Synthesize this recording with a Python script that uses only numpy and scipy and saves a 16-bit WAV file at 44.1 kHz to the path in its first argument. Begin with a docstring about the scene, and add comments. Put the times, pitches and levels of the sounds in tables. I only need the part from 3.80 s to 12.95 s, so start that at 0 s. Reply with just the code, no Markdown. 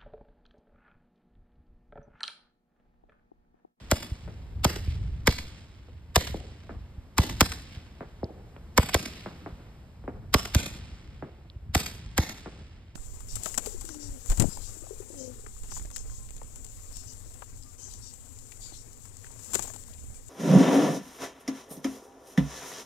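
"""Two roman candles fire a few metres away in a snowy park at night: impulsive sources over a reflecting plane.
Each shot sums a crack, a spit of gas, and a thump and bark that interfere with their bounce off the snow.
People nearby, trees and houses return each shot as delayed copies and decaying coloured noise; sparks are
grainy hiss. Far fireworks are pulses partly scattered into noise, with the treble absorbed by the air; small
ticks are brief sine packets. Turbulent noise and dull bumps strike the microphone over town hum and long
rolling tails."""
import sys
import numpy as np
from scipy import signal
from scipy.fft import rfft, irfft, next_fast_len
from scipy.io import wavfile

SR = 44100
rng = np.random.default_rng(int(sys.argv[2]) if len(sys.argv) > 2 else 0)


def master_out(mix):
    """Clip the mix to full scale and print it as 16-bit PCM to the path in sys.argv[1]."""
    frames = np.transpose(np.atleast_2d(mix))
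    ceiling = np.clip(frames, -1, 1)
    pcm = np.round(ceiling * 32767).astype(np.int16)
    wavfile.write(sys.argv[1], SR, pcm)


N = 403602  # length of the scene, samples
LEAD = .03  # time kept ahead of each event's zero, s
CLOCK = np.arange(2 * SR) / SR - LEAD  # time since an event, s
HZ = np.fft.rfftfreq(len(CLOCK), 1 / SR)


def amp(db):
    """Definition of level: decibels to amplitude gain."""
    return 10 ** (np.asarray(db) / 20)


def read(points, hz):
    """Logarithmic pitch scale: a table interpolated along log frequency."""
    f, value = np.transpose(points)
    return np.interp(np.log(hz + 1), np.log(f + 1), value)


def at_level(x, db):
    """Energy equivalence: an event scaled to the energy of 10 ms of sound at the given rms level."""
    energy = np.mean(np.sum(x ** 2, axis=-1)) + 1e-20
    return x * amp(db) * np.sqrt(SR / 100 / energy)


def add(mix, s, sound):
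    """Superposition: mixes in an event whose zero time falls at s."""
    start = round((s - LEAD) * SR)
    sound = sound[..., max(-start, 0):]
    part = mix[:, max(start, 0):][:, :sound.shape[-1]]
    part += sound[..., :part.shape[1]]


def delayed(s):
    """Fourier shift theorem: a delay of s seconds is a phase linear in frequency."""
    return np.exp(-2j * np.pi * HZ * s)


def pulse(spectrum, paths=1):
    """Impulse response: one pressure pulse of the given spectrum, summed over the given paths."""
    return irfft(amp(read(spectrum, HZ)) * paths * delayed(LEAD))


# Correlation of diffuse sound between the two ports: f/Hz, correlation/1
PORT_CORRELATION = [(60, 0.94), (300, 0.99), (700, 0.84), (1400, 0.67), (3000, 0.18), (7000, 1), (14000, 1)]


def noise(spectrum, size, grain_db=0):
    """Diffuse field: coloured, partly correlated noise of rms 1; with grain, a few arrivals stand out."""
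    padded = next_fast_len(size)
    hz = np.fft.rfftfreq(padded, 1 / SR)
    left, right, strength = rng.standard_normal((3, padded))
    grain = amp(grain_db * np.minimum(strength, 3))
    a, b = rfft(np.array([left, right]) * grain)
    same = np.clip(read(PORT_CORRELATION, hz), -1, 1)
    ports = np.array([a, same * a + np.sqrt(1 - same ** 2) * b])
    x = irfft(ports * amp(read(spectrum, hz)), padded)[:, :size]
    return x / x.std()


def burst(rise, fall):
    """Exponential relaxation: an envelope that rises from time zero and dies away."""
    t = np.maximum(CLOCK, 0)
    return (1 - np.exp(-t / rise)) * np.exp(-t / fall)


def flicker(size, span, depth_db):
    """Random amplitude modulation: a gain that takes a new random value every span seconds."""
    knots = rng.standard_normal(size // 16)
    return amp(depth_db * np.interp(np.arange(size) / SR / span, np.arange(len(knots)), knots))


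def dying(x, t60):
    """Reverberant decay: each band of x falls by 60 dB in its own time."""
    hz, t, z = signal.stft(x, SR, nperseg=512)
    z = z * amp(-60 * np.maximum(t - LEAD, 0) / read(t60, hz)[:, None])
    return signal.istft(z, SR, nperseg=512)[1][:, :len(CLOCK)]


# Distinct repeats, first from the people nearby, then from hard surfaces: t/s after the shot, level/dB, best
# returned f/Hz
SLAPS = [(0.016, -12, 458), (0.0496, -22.5, 1489), (0.111, -19, 2400)]


def slapped(x):
    """Specular reflection: the sound and its delayed copies, each narrowed to one broad band."""
    paths = 1
    for s, db, hz in SLAPS:
        resonance = 1 + 1j * (HZ / hz - hz / (HZ + 1))
        paths = paths + amp(db) * delayed(s) / resonance
    return irfft(rfft(x) * paths)


# Shots: t/s, snow bounce delay t/s, crack level/dB, bark level/dB, bark tilt/(dB per octave),
# thump level/dB, gas level/dB, echo level/dB; levels in the sense of at_level, before slaps and microphone
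SHOTS = [(-.32, 0.0037, -19.5, -26, -7.5, -14, -24, -24.5), (0.114, 0.0035, -23, -19, 0.5, -18.5, -27, -28),
         (0.8451, 0.0048, -24.5, -19.5, -1.5, -19.5, -21, -25.5),
         (1.4717, 0.004, -25, -15.5, 2, -15, -22, -26), (2.3583, 0.0041, -20, -17, -1.3, -15, -17, -25.5),
         (3.3816, 0.0035, -23, -21.5, -0.5, -12.5, -27.5, -23),
         (3.6076, 0.0039, -12.5, -16.5, -0.1, -17, -14.5, -26),
         (4.977, 0.004, -18.5, -13, -1.5, -14, -23, -24.5), (5.1436, .0031, -22, -18, 0.5, -20.5, -23, -27),
         (6.54, .0044, -24, -15, -0.6, -17, -16.5, -26), (6.748, 0.0033, -23, -29, -2, -12.5, -29.5, -24),
         (7.9486, 0.004, -25, -23, -0.5, -17.5, -22.5, -23.5),
         (8.3791, 0.0037, -24, -22.5, 0, -15.5, -32, -26)]
# Spectra of the parts of a shot, in relative level: f/Hz, level/dB
THUMP_SPECTRUM = [(15, -40), (30, -13.5), (50, -2.5), (70, 5), (105, 3), (170, -3), (250, -17),
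                  (400, -22.5), (900, -50.5), (4000, -100)]
BARK_SPECTRUM = [(120, -34.5), (250, 0.5), (350, -2.5), (800, 2.5), (1400, -5), (2150, -5), (2700, -19),
                 (5000, -27.5), (12000, -42)]
CRACK_SPECTRUM = [(300, -28.5), (1300, 1), (2200, 0), (3500, -5.5), (5000, -2.5), (6500, 2), (9000, -1.5),
                  (13000, -4), (16500, -15)]
GAS_SPECTRUM = [(300, 2), (1200, 5), (2200, -0.5), (3500, 2.5), (5000, 0), (6500, -3), (9000, -10),
                (13000, -10), (16500, -12)]


def blast(delay, crack_db, bark_db, tilt_db, thump_db, gas_db, direct_thump=0.43, direct_bark=0.095,
          direct_outflow=0.33, ragged_db=-2, halo_db=-32, halo_rise=.006):
    """Two-path interference: a charge lifts a star; thump and bark also bounce off snow, the crack does not."""
    bounce = delayed(delay)  # of gain 1; the direct gains are relative to it
    thump = at_level(pulse(THUMP_SPECTRUM, direct_thump + bounce), thump_db)
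    # ragged outflow colours every bark differently
    outflow = noise(BARK_SPECTRUM, len(CLOCK)) * burst(0.00023, 0.0029)
    ragged = at_level(irfft(rfft(outflow) * (direct_outflow + bounce)), ragged_db)
    bark = at_level(pulse(BARK_SPECTRUM, direct_bark + bounce), 0) + ragged
    tilt = amp(tilt_db * np.log2(HZ + 1))
    bark = at_level(irfft(rfft(bark) * tilt), bark_db)
    crack = at_level(pulse(CRACK_SPECTRUM), crack_db)
    # gas spits out for a few milliseconds
    gas_noise = noise(GAS_SPECTRUM, len(CLOCK))
    cutoff = 1 + (abs(CLOCK) / 0.0077) ** 6
    gas = at_level(gas_noise * burst(0.00024, .02) / cutoff, gas_db)
    # a faint halo of noise around the crack, from the recorder's processing
    halo = at_level(gas_noise * np.exp(-(CLOCK / halo_rise) ** 2 / 2), halo_db)
    return thump + halo + slapped(bark + crack + gas)


# Clumps of echoes from trees and houses: t/s after the shot, spread t/s, relative level/dB
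REFLECTORS = [(.018, 0.0045, -1), (0.037, 0.013, 0.5), (.053, 0.0042, 4), (.066, 0.0066, -4),
              (0.088, 0.0051, -1), (0.115, .002, 5), (.126, 0.018, -5.5), (.195, .02, -15)]
# Spectrum of the echoes, in relative level: f/Hz, level/dB
ECHO_SPECTRUM = [(40, -2), (150, 14.5), (400, 3.5), (900, -2.5), (2200, -2), (3500, -2), (5000, -3),
                 (6500, -5.5), (9000, -8.5), (13500, -13.5), (15000, -25)]
# Reverberation times of the park and of the streets beyond: f/Hz, 60 dB decay t/s
PARK_T60 = [(100, 0.33), (800, 0.36), (3000, 1), (8000, 0.21), (14000, .42)]
STREETS_T60 = [(100, 2.8), (600, 2.2), (2500, 2.88), (5000, 1.8), (9000, 1.3), (14000, 0.38)]


def echoes(delay, db, scatter_db=-1, streets_db=-9, grain_db=8, uneven_db=1.5, bounce_gain=0.44, ragged_db=-1):
    """Multiple scattering: clumps of reflections over the scatter of the park, then a long faint roll."""
    clumps = 0  # power against time
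    for s, spread, level in REFLECTORS:
        clumps = clumps + amp(level) ** 2 * np.exp(-.5 * ((CLOCK - s) / spread) ** 2)
    clumped = noise(ECHO_SPECTRUM, len(CLOCK), grain_db) * np.sqrt(clumps)
    scatter = dying(noise(ECHO_SPECTRUM, len(CLOCK), grain_db), PARK_T60) * burst(.014, 10)
    park = (clumped + amp(scatter_db) * scatter) * (CLOCK > 0)
    # near echoes share this shot's bounce delay and one random outflow, so they have one hollow colour
    outflow = rfft(rng.standard_normal(len(CLOCK)) * np.exp(-(CLOCK + LEAD) / .002))
    colour = 1 + bounce_gain * delayed(delay) + amp(ragged_db) * outflow / outflow.std()
    park = irfft(rfft(park) * colour)
    streets = dying(noise(ECHO_SPECTRUM, len(CLOCK), grain_db), STREETS_T60) * burst(.045, 10)
    both = at_level(park, 0) + at_level(streets, streets_db)
    return at_level(both * flicker(len(CLOCK), 0.0054, uneven_db), db)


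# Sparks as the fuse burns through to a charge and as a star climbs:
# t/s at the swell's peak, level/dB there before flutter, swell t/s
SPUTTERS = [(.84, -37, 0.0043), (1.1, -50.5, 0.053), (3.94, -56, 0.068), (5.137, -33.5, 0.0091),
            (5.38, -53, 0.14), (6.742, -37, 0.0063)]
# Spectrum of the sparks, in relative level: f/Hz, level/dB
SPUTTER_SPECTRUM = [(800, -24), (2200, 3.5), (3500, 1.5), (5000, -3), (7000, -14.5), (14000, -21)]


def sputter(s, db, swell, grain_db=8, flutter_db=2.5, flutter_span=.005):
    """Random impulsive emission: burning powder sheds sparks, a grainy hiss that swells and fades."""
    t = np.arange(N) / SR
    envelope = amp(db) * np.exp(-((t - s) / swell) ** 2)
    return noise(SPUTTER_SPECTRUM, N, grain_db) * envelope * flicker(N, flutter_span, flutter_db)


# Tiny ticks close by: t/s, level/dB, f/Hz
TICKS = [(4.443, -51, 4700), (4.765, -57.5, 2500), (7.7, -52.5, 3800)]


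def tick(db, hz, length=0.00033):
    """Time-frequency packet: a few cycles of a tiny impact under a Gaussian envelope."""
    return at_level(np.exp(-(CLOCK / length) ** 2) * np.sin(2 * np.pi * hz * CLOCK), db)


# Distant fireworks: t/s, boom level/dB, snap level/dB (both before roll and air loss), scattered share/1
FAR_POPS = [(.476, -41.5, -51, 0.76), (2.084, -51.5, -65, 0.53), (2.5427, -29.5, -55.5, 0.12),
            (2.893, -37, -44, 0.63), (4.207, -35.5, -42, 0.52), (4.4304, -27.5, -58, 0.1),
            (4.763, -47, -53, 0.4), (5.460, -34, -39.5, 0.48), (5.661, -35.5, -41.5, 0.53),
            (6.239, -45, -58, 0.56), (6.278, -30.5, -41.5, 0.37), (7.424, -33, -43.5, 0.45),
            (8.659, -35.5, -43, 0.66)]
# Spectra of the distant boom and snap, in relative level: f/Hz, level/dB
BOOM_SPECTRUM = [(30, -22.5), (80, -3), (200, 5), (450, 3.5), (800, -3.5), (1200, -27), (3000, -55),
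                 (8000, -95.5)]
SNAP_SPECTRUM = [(300, -17.5), (800, -2.5), (1300, -1), (2100, -10.5), (2900, -18.5), (6000, -51),
                 (10000, -80)]


def far_pop(boom_db, snap_db, scattered, smear=0.014, roll=0.14, roll_db=-9, grain_db=12, thump_db=-3,
            uneven_db=4.0, air_hz=2600):
    """Scattering and absorption: a far pulse, broken into knocks by houses and trees, rolls away."""
    scattered = np.clip(scattered, 0, 1)
    # bass thump, strong only for a pop in clear sight
    out = (1 - scattered) ** 6 * at_level(pulse(THUMP_SPECTRUM), boom_db + thump_db)
    rolling = burst(0.0091, roll) * flicker(len(CLOCK), 0.016, uneven_db)
    for spectrum, db in ((BOOM_SPECTRUM, boom_db), (SNAP_SPECTRUM, snap_db)):
        knocks = noise(spectrum, len(CLOCK), grain_db) * burst(0.0048, smear)
        out = out + np.sqrt(1 - scattered) * at_level(pulse(spectrum), db)
        out = out + np.sqrt(scattered) * at_level(knocks, db)
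        out = out + at_level(noise(spectrum, len(CLOCK)) * rolling, db + roll_db)
    # the long way through the air takes the treble
    return irfft(rfft(out) / np.sqrt(1 + (HZ / air_hz) ** 8))


# Dull bumps of air on the microphone: t/s, level/dB
BUMPS = [(0.31, -24.5), (1.072, -20), (2.288, -38.5), (3.171, -32.5), (3.963, -33.5), (5.716, -35),
         (7.752, -36), (8.25, -37)]
# Spectrum of bumps and wind, in relative level: f/Hz, level/dB
RUMBLE_SPECTRUM = [(12, -31.5), (28, -8.5), (50, 2), (70, 3.5), (105, -1.5), (170, -13.5), (280, -26),
                   (600, -43.5), (2000, -68.5), (8000, -100)]


def bump(db):
    """Pressure impulse: a single low pulse of air on the microphone."""
    return at_level(pulse(RUMBLE_SPECTRUM), db)


# Gusts on the microphone: t/s at the peak, level/dB added there before lumps, length t/s before its shares
GUSTS = [(.5, -34.5, 0.12), (.78, -34.5, 0.14), (1.175, -31.5, 0.35), (2.497, -36, 0.089),
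         (2.916, -42, 0.084), (3.53, -37.5, 0.19), (5.15, -49.5, .25), (6.408, -40, .25),
         (6.86, -37.5, 0.27), (7.9, -39.5, .14), (8.202, -45, 0.28)]
BREEZE_DB = -49  # the rumble between gusts, before lumps
GUST_RISE, GUST_FALL = 0.48, 0.74  # shares of its length over which a gust builds and eases


def wind(lumps_db=1.96, lump_span=.068):
    """Turbulent pressure: lumpy low noise of a light breeze, and gusts that build faster than they ease."""
    t = np.arange(N) / SR
    power = amp(BREEZE_DB) ** 2
    for s, db, length in GUSTS:
        width = length * np.where(t < s, GUST_RISE, GUST_FALL)
        power = power + amp(db) ** 2 * np.exp(-((t - s) / width) ** 2)
    return noise(RUMBLE_SPECTRUM, N) * np.sqrt(power) * flicker(N, lump_span, lumps_db)


# Spectrum of the hum and rolls, in relative level: f/Hz, level/dB
HUM_SPECTRUM = [(30, -8), (100, 0), (200, -0.5), (400, -11), (800, -14.5), (2000, -23), (4000, -28.5),
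                (8000, -36.5), (13500, -39.5), (15000, -59.5)]
# Course of the hum and rolls: t/s, level/dB
HUM_LEVEL = [(0, -52.5), (2.199, -58.5), (3.2, -55.5), (4.1, -55), (4.7, -54), (5.6, -50.5), (6.2, -56),
             (7, -55.5), (7.8, -59.5), (9.15, -62)]


def hum_and_rolls():
    """Incoherent summation: steady town hum together with the long rolling tails of shots and far booms."""
    level_db = np.interp(np.arange(N) / SR, *np.transpose(HUM_LEVEL))
    return noise(HUM_SPECTRUM, N) * amp(level_db)


def scene():
    """Linear superposition: all events over the wind, the hum and the rolls."""
    mix = wind() + hum_and_rolls()
    for s, delay, *charge, echo_db in SHOTS:
        add(mix, s, blast(delay, *charge) + echoes(delay, echo_db))
    for row in SPUTTERS:
        mix += sputter(*row)
    for s, db, hz in TICKS:
        add(mix, s, tick(db, hz))
    for s, *pop in FAR_POPS:
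        add(mix, s, far_pop(*pop))
    for s, db in BUMPS:
        add(mix, s, bump(db))
    return mix


# Phase by which the left port leads the right: f/Hz, phase/rad
PORT_PHASE = [(60, 0), (300, -.25), (600, -.7), (1300, -.7), (2100, .3), (2700, 2), (3900, .8), (5000, 1.2),
              (6000, 3.1), (8000, 6.3), (10300, 9.4), (12500, 12.6), (15000, 15.7)]
# Level of the left port over the right: f/Hz, level/dB
PORT_BALANCE = [(100, -0.5), (250, 1), (500, 0), (1000, -0.5), (2200, -0.5), (4000, -2.6), (8000, 0),
                (14000, 0.5)]
# Group delay of the microphone: f/Hz, lag t/s
BASS_LAG = [(20, 0.018), (60, .019), (100, .0145), (160, .0118), (250, .0075), (500, 0.0032),
            (1000, 0.0011), (2500, 0.00056)]
# Resonances of the microphone: f/Hz, width f/Hz, lift level/dB
MIC_MODES = [(1450, 200, 0), (2120, 88, 1.5), (5090, 310, 3.5), (7060, 330, 0.5), (13900, 400, 1)]
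EDGE_HZ = 16900  # upper band limit


def record(dry):
    """Dispersion: the microphone delays bass, so pops chirp downward; two ports, soft overload, band limit."""
    size = next_fast_len(N + SR)
    hz = np.fft.rfftfreq(size, 1 / SR)
    # phase is the integral of group delay over frequency
    lag = 2 * np.pi * np.cumsum(read(BASS_LAG, hz)) * hz[1]
    side = np.array([[.5], [-.5]])  # half of each difference to either port
    colour_db = sum(db / (1 + (2 * (hz - f) / width) ** 2) for f, width, db in MIC_MODES)
    gain = amp(colour_db + side * read(PORT_BALANCE, hz))
    response = gain * np.exp(1j * (side * read(PORT_PHASE, hz) - lag))
    heard = np.tanh(irfft(rfft(dry, size) * response, size)[:, :N])
    lowpass = signal.firwin(511, EDGE_HZ, window=("kaiser", 9), fs=SR)
    return signal.oaconvolve(heard, lowpass[None], "same")


dry = scene()
out = record(dry)
master_out(out)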